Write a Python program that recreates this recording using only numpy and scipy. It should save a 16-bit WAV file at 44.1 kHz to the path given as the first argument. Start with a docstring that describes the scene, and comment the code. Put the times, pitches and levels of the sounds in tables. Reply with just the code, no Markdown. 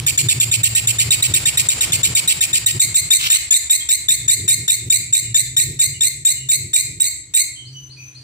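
"""In a hard-walled room, a caged lovebird chatters close by, slowing from nine to three syllables a second.
Each syllable opens with a noise puff, then a whistle of summed sines breaks into an unsteady rasp;
in the long ones the rasp settles into a rising tone. Feathers flutter once, as a swell of shaped noise.
Other birds call faintly in thin gliding notes. Outside, an engine hums (sines) over rumble and traffic (noise).
A gain control ducks everything under each syllable."""
import sys
import numpy as np
from scipy import signal
from scipy.fft import rfft, irfft, next_fast_len
from scipy.io import wavfile
from scipy.ndimage import uniform_filter1d

SR = 44100
rng = np.random.default_rng(int(sys.argv[2]) if len(sys.argv) > 2 else 0)


def generate_wav(sig):
    """Save sig (samples, or channels by samples) to the path in sys.argv[1] as 16-bit PCM at SR."""
    pcm = np.round(np.clip(np.atleast_2d(sig).T, -1, 1) * 32767).astype(np.int16)
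    wavfile.write(sys.argv[1], SR, pcm)


N = 362943
TIME = np.arange(N) / SR


def from_db(db):
    """Turn decibels into a gain."""
    return 10 ** (np.asarray(db) / 20)


def rms_one(x):
    """Scale a sound to unit power."""
    return x / np.sqrt(np.mean(x ** 2) + 1e-20)


def in_time(rows):
    """Read each column of a time table at every sample."""
    s, *columns = np.transpose(rows)
    return [np.interp(TIME, s, c) for c in columns]


def at_hz(points, hz):
    """Read a frequency table, joining its points on a log-frequency axis."""
    f, value = np.transpose(points)
    return np.interp(np.log(hz + 1e-9), np.log(f), value)


def filtered(x, spectrum):
    """Pass a sound through a smooth table of gains."""
    n = x.shape[-1]
    size = next_fast_len(n)
    gain = from_db(at_hz(spectrum, np.fft.rfftfreq(size, 1 / SR)))
    return irfft(rfft(x, size) * gain, size)[..., :n]


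def coloured(x, spectrum):
    """Give a sound a smooth spectrum and unit power."""
    return rms_one(filtered(x, spectrum))


def wobble(rate_hz, n):
    """Smooth random drift with a spread of one; a higher rate drifts faster."""
    r = np.exp(-2 * np.pi * rate_hz / SR)
    run_in = int(SR / rate_hz)
    slow = signal.lfilter([1], [1, -2 * r, r * r], rng.standard_normal(n + run_in))[run_in:]
    return slow * np.sqrt((1 - r * r) ** 3 / (1 + r * r))


def step(t, width):
    """Soft switch from 0 to 1 around t = 0."""
    return .5 + .5 * np.tanh(2 * t / width)


def add(track, s, sound):
    """Mix a sound in at a given time, trimming what falls outside the track."""
    at = int(s * SR)
    part = sound[max(-at, 0):max(N - at, 0)]
    track[max(at, 0):max(at, 0) + len(part)] += part


def hook(t, from_hz=550, to_hz=1850, rise_s=0.00341, hook_db=-18.0):
    """As the syrinx (the bird's voice organ) tightens, its fundamental flicks up from below the song's pitch."""
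    hz = to_hz - (to_hz - from_hz) * np.exp(-t / rise_s)
    flick = np.sin(2 * np.pi * np.cumsum(hz) / SR)
    return from_db(hook_db) * flick * step(2 * rise_s - t, rise_s)


# a slow whistle is a clean line: its jitter, as a share of the pitch
WHISTLE_JITTER = 0.006
# partials of the whistle: (multiple of the pitch, relative level [dB])
WHISTLE = [(1, -10), (2, 9), (3, -16.5), (4, 10), (5, -6.5), (6, -11), (7, -4), (8, -10)]


def whistle(t, length, pitch_hz, hurry, rise=0.0075, scoop=0.075, scoop_s=0.00354, short_jitter=0.011,
            shimmer_db=4.0, second_db=-6.5, hurried_second_db=1.5, hurried_bright_db=3.0, speak_s=0.0032):
    """The syrinx swings regularly; slow whistles scoop up to their pitch, hurried ones are less steady."""
    hz = pitch_hz * (1 + rise * (2 * np.minimum(t / length, 1) - 1))
    scooping = scoop * (1 - hurry) * np.exp(-t / scoop_s)
    jitter = (WHISTLE_JITTER + hurry * short_jitter) * wobble(730, len(t))
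    phase = 2 * np.pi * np.cumsum(hz * (1 - scooping + jitter)) / SR
    # hurry lifts every partial but the fourth, the second least
    extra_db = {2: second_db + hurry * hurried_second_db, 4: 0}
    tone = np.zeros(len(t))
    for k, (_, db) in enumerate(WHISTLE, 1):
        partial_db = db + extra_db.get(k, hurry * hurried_bright_db) + shimmer_db * wobble(65.7, len(t))
        tone += from_db(partial_db) * np.sin(k * phase)
    # a slow whistle takes a moment to speak after the puff
    return rms_one(tone) * step(t - speak_s * (1 - hurry), 0.0012)


# a slow rasp comes in pulses: (per s, depth dB, unevenness of the rate)
PULSE_PER_S, PULSE_DB, PULSE_UNEVEN = 95.7, 2, 0.25


def pulsing(n, depth_db):
    """The gain of a fast, nearly regular beating of the voice."""
    rate = PULSE_PER_S * (1 + PULSE_UNEVEN * wobble(63.5, n))
    turns = rng.random() + np.cumsum(rate) / SR
    return from_db(depth_db * np.cos(2 * np.pi * turns))


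# pitch of the rasp as multiples of the whistle's: where a slow one starts and ends, and where a hurried one stays
RASP_FROM, RASP_TO, RASP_HURRIED = 1.05, 1.15, 1.35
# spread of the rasp's throbbing, and the air in slow rasps, which are mostly voiced (dB)
THROB_DB, SLOW_HISS_DB = 1.8, -8
# throat and beak during the rasp: (frequency [Hz], relative gain [dB])
THROAT = [(700, -26), (1500, -28), (2100, -16.5), (2500, -15), (3150, 7), (4100, -9.5), (4750, -3.5),
          (5300, -31), (6400, -7), (7100, -3.5), (7700, 10), (8400, -4), (9200, -12.5), (13900, -12),
          (15200, -19.5)]
# air rushing through the beak, here and under the whistle: (frequency [Hz], relative level [dB per Hz])
AIR = [(200, -21.5), (550, -14.5), (900, -18.5), (1450, -30), (2000, -7.5), (2450, 4), (3250, 1.5),
       (4100, -2), (5200, -2), (6400, -7.5), (7700, 6.5), (9200, -4.5), (13800, -10), (15300, -20)]
# slow rasps are thin around 3.3 kHz, between two strong bands: (frequency [Hz], relative gain [dB])
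SLOW_RASP_COLOUR = [(2400, 2), (2800, -3), (3300, -18.5), (3700, 4), (4600, -3), (5300, 0), (6200, 0.5)]


def rasp(t, length, pitch_hz, hurry, leap_hz=2380, leap_s=0.011, chaos=0.0579, calm=0.022,
         unsettled=0.39, settle_s=0.045, throb_hz=130, hiss_db=-3.0):
    """The syrinx leaps up and swings chaotically; slow rasps drop back, calm and glide up; t is from the break."""
    n = len(t)
    slow = np.interp(t, [0.371 * length, 0.78 * length], [RASP_FROM, RASP_TO])
    glide = pitch_hz * (slow + hurry * (RASP_HURRIED - slow))
    hz = glide + (leap_hz - glide) * step(leap_s - t, 0.0013)
    # the higher register is the unstable one
    high = np.clip((hz - 2200) / 230, 0, 1)
    wild = np.maximum(high, unsettled * step(settle_s - t, 0.018))
    hz = hz * (1 + (calm + chaos * wild) * wobble(707, n))
    phase = 2 * np.pi * np.cumsum(hz) / SR
    # in the higher register the second partial weakens
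    second = np.interp(hz, [2200, 2380], [1, .4])
    buzz = np.zeros(n)
    for k in range(1, 8):
        strength = second if k == 2 else k * hz < SR / 2  # leave out what is too high to represent
        buzz += strength * np.sin(k * phase)
    folds = coloured(buzz, THROAT)
    # steady pressure evens the loudness as partials cross the resonances
    folds = folds / (np.abs(uniform_filter1d(folds ** 2, size=130)) + .05) ** .25
    hiss_gain = from_db(hurry * hiss_db + (1 - hurry) * SLOW_HISS_DB)
    hiss = hiss_gain * wild * coloured(rng.standard_normal(n), AIR)
    throb = from_db(THROB_DB * wobble(throb_hz, n))
    voice = (folds + hiss) * throb * pulsing(n, (1 - hurry) * PULSE_DB)
    return rms_one(hurry * voice + (1 - hurry) * filtered(voice, SLOW_RASP_COLOUR))


# strengths within a syllable (dB): the whistle, then the opening puff and the air relative to it
WHISTLE_DB, PUFF_DB, AIR_DB = 14.5, -8, -22
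# the faster the bird sings, the shorter each syllable and its whistle:
# unhurried length (s), and s lost per syllable a second
SYLLABLE_S, SYLLABLE_CUT_S = 0.11, 0.0072
WHISTLE_S, WHISTLE_CUT_S = 0.042, 0.0033
# around this tempo (syllables a second) the voice changes from its slow manner to its hurried one
HURRY_PER_S, HURRY_WIDTH_PER_S = 7.1, 0.416
RELEASE_S = 0.006  # every syllable is cut off quickly
# the puff with which the syrinx opens: (frequency [Hz], relative level [dB per Hz])
PUFF = [(150, -4), (450, -1), (900, -3), (1550, -7), (2500, 13), (4000, 3), (7000, 20.5), (10000, 15),
        (15000, -8)]
# syllables: (time [s], pitch [Hz], relative whistle level [dB], relative rasp level [dB])
SONG = [(-0.048, 1810, -30, -10), (0.064, 1792, -17.5, -24.5), (0.175, 1780, -19, -22.5),
        (0.2851, 1800, -17.5, -23.5), (0.3997, 1790, -20, -24.5), (0.5133, 1830, -21, -24),
        (0.6319, 1845, -13.5, -22), (0.7492, 1860, -16.5, -23), (0.871, 1823, -21, -24.5),
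        (0.984, 1820, -21.5, -23), (1.1055, 1870, -15, -20), (1.2232, 1907, -18, -24.5),
        (1.3375, 1845, -14.5, -23), (1.4538, 1850, -19.5, -22.5), (1.572, 1873, -16, -22),
        (1.6863, 1840, -17, -23), (1.807, 1843, -17.5, -25.5), (1.92, 1762, -21, -24),
        (2.0312, 1840, -19, -24.5), (2.1496, 1860, -19, -22), (2.275, 1887, -16.5, -22.5),
        (2.406, 1838, -18, -23), (2.53, 1835, -20, -23.5), (2.6599, 1896, -15.5, -24),
        (2.7939, 1880, -18, -22), (2.9419, 1860, -18, -22.5), (3.1035, 1839, -11, -19),
        (3.2987, 1842, -14.5, -20.5), (3.5056, 1788, -15, -19.5), (3.696, 1861, -14.5, -22),
        (3.8871, 1844, -18.5, -22.5), (4.083, 1830, -15.5, -22.5), (4.278, 1828, -16, -21),
        (4.477, 1854, -13.5, -23), (4.6779, 1833, -15, -24), (4.898, 1851, -15, -22),
        (5.1248, 1862, -15.5, -23.5), (5.342, 1817, -17, -23), (5.5644, 1865, -15, -25),
        (5.79, 1858, -19, -23.5), (6.006, 1847, -20.5, -24), (6.2484, 1855, -17, -24.5),
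        (6.4861, 1852, -23, -23), (6.7313, 1872, -19, -22), (6.9988, 1911, -16.5, -25.5),
        (7.337, 1882, -19.5, -22.5)]


def lovebird(fade_db=-6.5, rasp_db=15.0, puff_s=0.005):
    """Each syllable is a puff with an upward flick, a whistle with a little air, and a rasp; the tempo shapes them."""
    out = np.zeros(N)
    gaps = np.diff([row[0] for row in SONG])
    tempos = 1 / np.append(gaps, gaps[-1])
    t = TIME[:SR // 8]
    for (s, pitch_hz, clear_db, rough_db), tempo in zip(SONG, tempos):
        length = SYLLABLE_S - SYLLABLE_CUT_S * tempo
        split = WHISTLE_S - WHISTLE_CUT_S * tempo
        hurry = step(tempo - HURRY_PER_S, HURRY_WIDTH_PER_S)
        air = from_db(AIR_DB) * coloured(rng.standard_normal(len(t)), AIR)
        puff = from_db(PUFF_DB) * np.exp(-t / puff_s) * coloured(rng.standard_normal(len(t)), PUFF)
        tone = whistle(t, split, pitch_hz, hurry)
        clear = from_db(clear_db + WHISTLE_DB) * (tone + hook(t) + air + puff)
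        # pressure runs out towards the end of the syllable
        fade = fade_db * (np.clip((t - split) / (length - split), 0, 1) - .5)
        rough = from_db(rough_db + rasp_db + fade) * rasp(t - split, length - split, pitch_hz, hurry)
        broken = step(t - split, 0.0027)
        voice = clear * np.sqrt(1 - broken) + rough * np.sqrt(broken)
        opening = (1 - np.exp(-t / .001)) ** 2
        add(out, s, voice * opening * step(length - t, RELEASE_S))
    return out


def both_sides(own):
    """Noise shared by left and right, plus some of each side's own."""
    return rng.standard_normal(N) + own * rng.standard_normal((2, N))


DRONE_HZ, DRONE_DB = 303, -64  # a faint steady drone indoors
# engine outside: (time [s], firing rate [per s], relative hum level [dB], relative rumble level [dB])
ENGINE = [(0.0, 133.0, -38, -39.5), (0.55, 113, -19, -40.0), (1.1, 115, -26, -38.0), (1.8, 130, -31, -36),
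          (2.3, 111.0, -43, -42.5), (2.7, 113, -27.5, -40), (3.2, 134, -45, -50), (3.8, 99, -51, -60),
          (4.35, 125, -39, -40.5), (5.25, 116, -30, -48), (5.9, 134.0, -34.5, -44), (6.15, 140, -40, -51.5),
          (6.6, 130, -32, -46), (7.25, 107, -49, -56.5), (7.75, 134, -36, -61.5), (8.23, 127.0, -42, -58.5)]
# colour of the engine's rumble: (frequency [Hz], relative level [dB per Hz])
RUMBLE = [(25, -40), (50, -14), (70, -2.5), (110, 10), (150, 4), (200, -13.5), (380, -10), (550, -30),
          (1200, -53), (3000, -36)]
# wash of traffic: (time [s], relative level [dB])
STREET = [(0.0, -52.5), (0.64, -52), (1.83, -44.5), (3.48, -61.5), (3.83, -65.5), (6.55, -83), (8.23, -70)]
# colour of the wash: (frequency [Hz], relative level [dB per Hz])
STREET_COLOUR = [(200, -9), (450, -3), (1000, -3.5), (1600, -4), (3000, 0), (7500, -6.5), (10000, -6),
                 (15000, -60)]
# the deepest rumble of the street, dying away: (time [s], level [dB])
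DEEP = [(0, -40), (3.4, -47), (6.4, -51), (8.23, -63)]
# colour of the deepest rumble: (frequency [Hz], relative level [dB per Hz])
DEEP_COLOUR = [(25, -16), (45, -10), (65, 5), (90, -4), (140, -21), (300, -60)]


def street(second_db=-24.5, third_db=-27, waver=0.0199, throb_db=3.5, firing_db=-6.5,
           rumbling_db=7.5, lumpy_db=3.5, wash_db=14.5):
    """An engine's firing tone and lumpy rumble sound dully over a wash of traffic, with a steady drone."""
    firing_hz, hum_db, rumble_db = in_time(ENGINE)
    phase = 2 * np.pi * np.cumsum(firing_hz * (1 + waver * wobble(14.35, N))) / SR
    overtones = from_db(second_db) * np.sin(2 * phase) + from_db(third_db) * np.sin(3 * phase)
    hum = rms_one(np.sin(phase) + overtones)
    hum_gain = from_db(hum_db + firing_db + throb_db * wobble(6.2, N))
    rumble = coloured(both_sides(0.093), RUMBLE)
    rumble_gain = from_db(rumble_db + rumbling_db + lumpy_db * wobble(9.14, N))
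    engine = hum_gain * hum + rumble_gain * rumble
    wash = from_db(in_time(STREET)[0] + wash_db) * coloured(both_sides(1.27), STREET_COLOUR)
    deep = from_db(in_time(DEEP)[0]) * coloured(both_sides(0.11), DEEP_COLOUR)
    drone_tone = np.sin(2 * np.pi * DRONE_HZ * TIME + 0.21 * wobble(6.2, N))
    return engine + wash + deep + from_db(DRONE_DB) * rms_one(drone_tone)


# a flurry of feathers: (time [s], level before random unevenness [dB])
FLUTTER = [(3.10, -110), (3.17, -48), (3.21, -23), (3.26, -22.5), (3.30, -18), (3.36, -14.5), (3.50, -110)]
# colour of the feathers: (frequency [Hz], relative level [dB per Hz])
FEATHERS = [(300, -74), (1200, -6.5), (2000, -11), (3000, 2.5), (4500, -5.5), (7000, -12), (10000, -14.5),
            (15000, -15)]


def flutter(uneven_db=3.5):
    """Feathers brush and beat for a moment: noise with an uneven level."""
    level_db = in_time(FLUTTER)[0] + uneven_db * wobble(36, N)
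    return from_db(level_db) * coloured(rng.standard_normal(N), FEATHERS)


def thin_note(length, start_hz, end_hz, jitter_hz, octave_db=-19):
    """A thin gliding note with a faint octave."""
    n = int(length * SR)
    hz = np.linspace(start_hz, end_hz, n) + jitter_hz * wobble(200, n)
    phase = 2 * np.pi * np.cumsum(hz) / SR
    tone = np.sin(phase) + from_db(octave_db) * np.sin(2 * phase)
    return rms_one(tone) * signal.windows.tukey(n, .5)


SAG_HZ_PER_S = 1180
FIRST_CALL_S, CALL_EVERY_S = 7.643, 0.25
# sagging whistles of a bird in another cage: (time [s], length [s], start pitch [Hz], relative level [dB])
NEIGHBOURS = [(3.802, 0.03, 3280, -28), (5.202, 0.14, 2950, -45), (5.932, 0.061, 2920, -39),
              (6.345, 0.14, 2960, -40), (7.547, 0.11, 3174, -34.5), (7.739, 0.073, 3000, -37.5),
              (7.959, 0.086, 2547, -41)]
# a third bird's call, two notes repeated at an even pace:
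# (delay [s], length [s], start pitch [Hz], end pitch [Hz], relative level [dB])
CALL = [(0, 0.05, 3920, 5040, -40.5), (0.062, 0.185, 5966, 6180, -43.5)]


def neighbours():
    """Birds in other cages: one gives hoarse sagging whistles, one repeats an upslur and a high note."""
    out = np.zeros(N)
    for s, length, hz, db in NEIGHBOURS:
        note = thin_note(length, hz, hz - SAG_HZ_PER_S * length, jitter_hz=60.7)
        add(out, s, from_db(db) * note)
    for s in np.arange(FIRST_CALL_S, N / SR, CALL_EVERY_S):
        for delay, length, start_hz, end_hz, db in CALL:
            note = thin_note(length, start_hz, end_hz, jitter_hz=49.6)
            add(out, s + delay, from_db(db) * note)
    return out


# how far the left leads the right: (frequency [Hz], phase [radians])
SIDE_PHASE = [(100, 0), (1200, -3), (1850, -2.5), (2250, -6.5), (3750, -10.5), (6300, -21.5), (7300, -21),
              (7800, -22.5), (8600, -26), (15000, -56)]
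# how the two sides differ in level: (frequency [Hz], left minus right [dB])
SIDE_BALANCE = [(2200, 0), (3050, -14.5), (3750, 6), (4500, 4.5), (6000, 6), (7200, 4.5), (8000, -12),
                (9800, -1.5), (13500, 2), (15200, 37)]


def widened(x):
    """Left and right differ in phase and level by frequency, which widens the sound."""
    size = next_fast_len(N + SR // 10)
    hz = np.fft.rfftfreq(size, 1 / SR)
    side = np.array([[.5], [-.5]])
    gain = from_db(side * at_hz(SIDE_BALANCE, hz))
    gain = gain / np.sqrt(np.mean(gain ** 2, axis=0))  # keep the power of the pair
    turn = np.exp(1j * side * at_hz(SIDE_PHASE, hz))
    return irfft(rfft(x, size) * gain * turn, size)[:, :N]


# time for the room's ring to fall by 60 dB (s), below and in the treble
ROOM_T60_S, TREBLE_T60_S = 0.51, 0.21
# colour of the room's ring: (frequency [Hz], relative level [dB])
ROOM = [(800, -37), (1500, -1), (2100, 15.5), (2700, 8), (3250, 2.5), (3700, 4), (4200, 11.5), (5250, 8),
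        (6400, 8.5), (7700, 6), (10000, 12), (15000, 18.5)]


def room(x, build_s=0.00057, treble_hz=9500):
    """Dense reflections build up and die away, the treble fastest, different on each side."""
    t = TIME[:SR]
    noise = coloured(rng.standard_normal((2, SR)), ROOM)
    low_pass = signal.butter(4, treble_hz, fs=SR, output="sos")
    low = signal.sosfiltfilt(low_pass, noise)
    treble = noise - low
    ring = low * from_db(-60 * t / ROOM_T60_S) + treble * from_db(-60 * t / TREBLE_T60_S)
    tail = ring * (1 - np.exp(-t / build_s))
    return signal.fftconvolve(x[None], rms_one(tail) / np.sqrt(SR), axes=1)[:, :N]


# the direct sound sways between the sides: (time [s], left minus right [dB])
SWAY = [(0, -1.5), (1.2, -0.5), (2.5, 1), (3.2, 1), (4.2, 1), (5.6, 0.5), (6.3, 1.4), (7.3, -0.5)]


def scene(near_room_db=-8, far_direct_db=-4.5, far_room_db=0.0):
    """The singer is near; the other birds are heard mostly through the room."""
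    near, far = lovebird() + flutter(), neighbours()
    sway = from_db(np.array([[.5], [-.5]]) * in_time(SWAY)[0])
    direct = widened(near + from_db(far_direct_db) * far) * sway
    reflected = room(from_db(near_room_db) * near + from_db(far_room_db) * far)
    return direct + reflected + street()


def gain_control(x, threshold_db=-15.0, recovery_db_per_s=200, ahead_s=0.012, attack_s=0.002, squeeze=.6):
    """The gain is turned down just ahead of each loud sound and recovers in the gaps."""
    power = uniform_filter1d(np.mean(x ** 2, axis=0), size=260)
    level = 10 * np.log10(np.abs(power) + 1e-12)
    level = np.maximum(level, np.interp(TIME + ahead_s, TIME, level))
    # the sensed level jumps up at once but falls only at the recovery rate
    recovery = recovery_db_per_s * TIME
    held = np.maximum.accumulate(level + recovery) - recovery
    r = np.exp(-1 / (attack_s * SR))
    excess = signal.lfilter([1 - r], [1, -r], np.maximum(held - threshold_db, 0))
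    return x * from_db(-squeeze * excess)


CUTOFF_HZ = 15500
# the microphone's uneven top: (frequency [Hz], gain [dB])
MICROPHONE = [(9000, 1.5), (12700, -0.5), (13700, -8.5), (14500, -1), (15200, 5)]


def record(dry):
    """Microphone colour, gain control, clipping at full scale, and a steep cut of the top."""
    low_pass = signal.ellip(10, .3, 80, CUTOFF_HZ, fs=SR, output="sos")
    controlled = gain_control(filtered(dry, MICROPHONE))
    return signal.sosfilt(low_pass, np.clip(controlled, -1, 1))


dry = scene()
out = record(dry)
generate_wav(out)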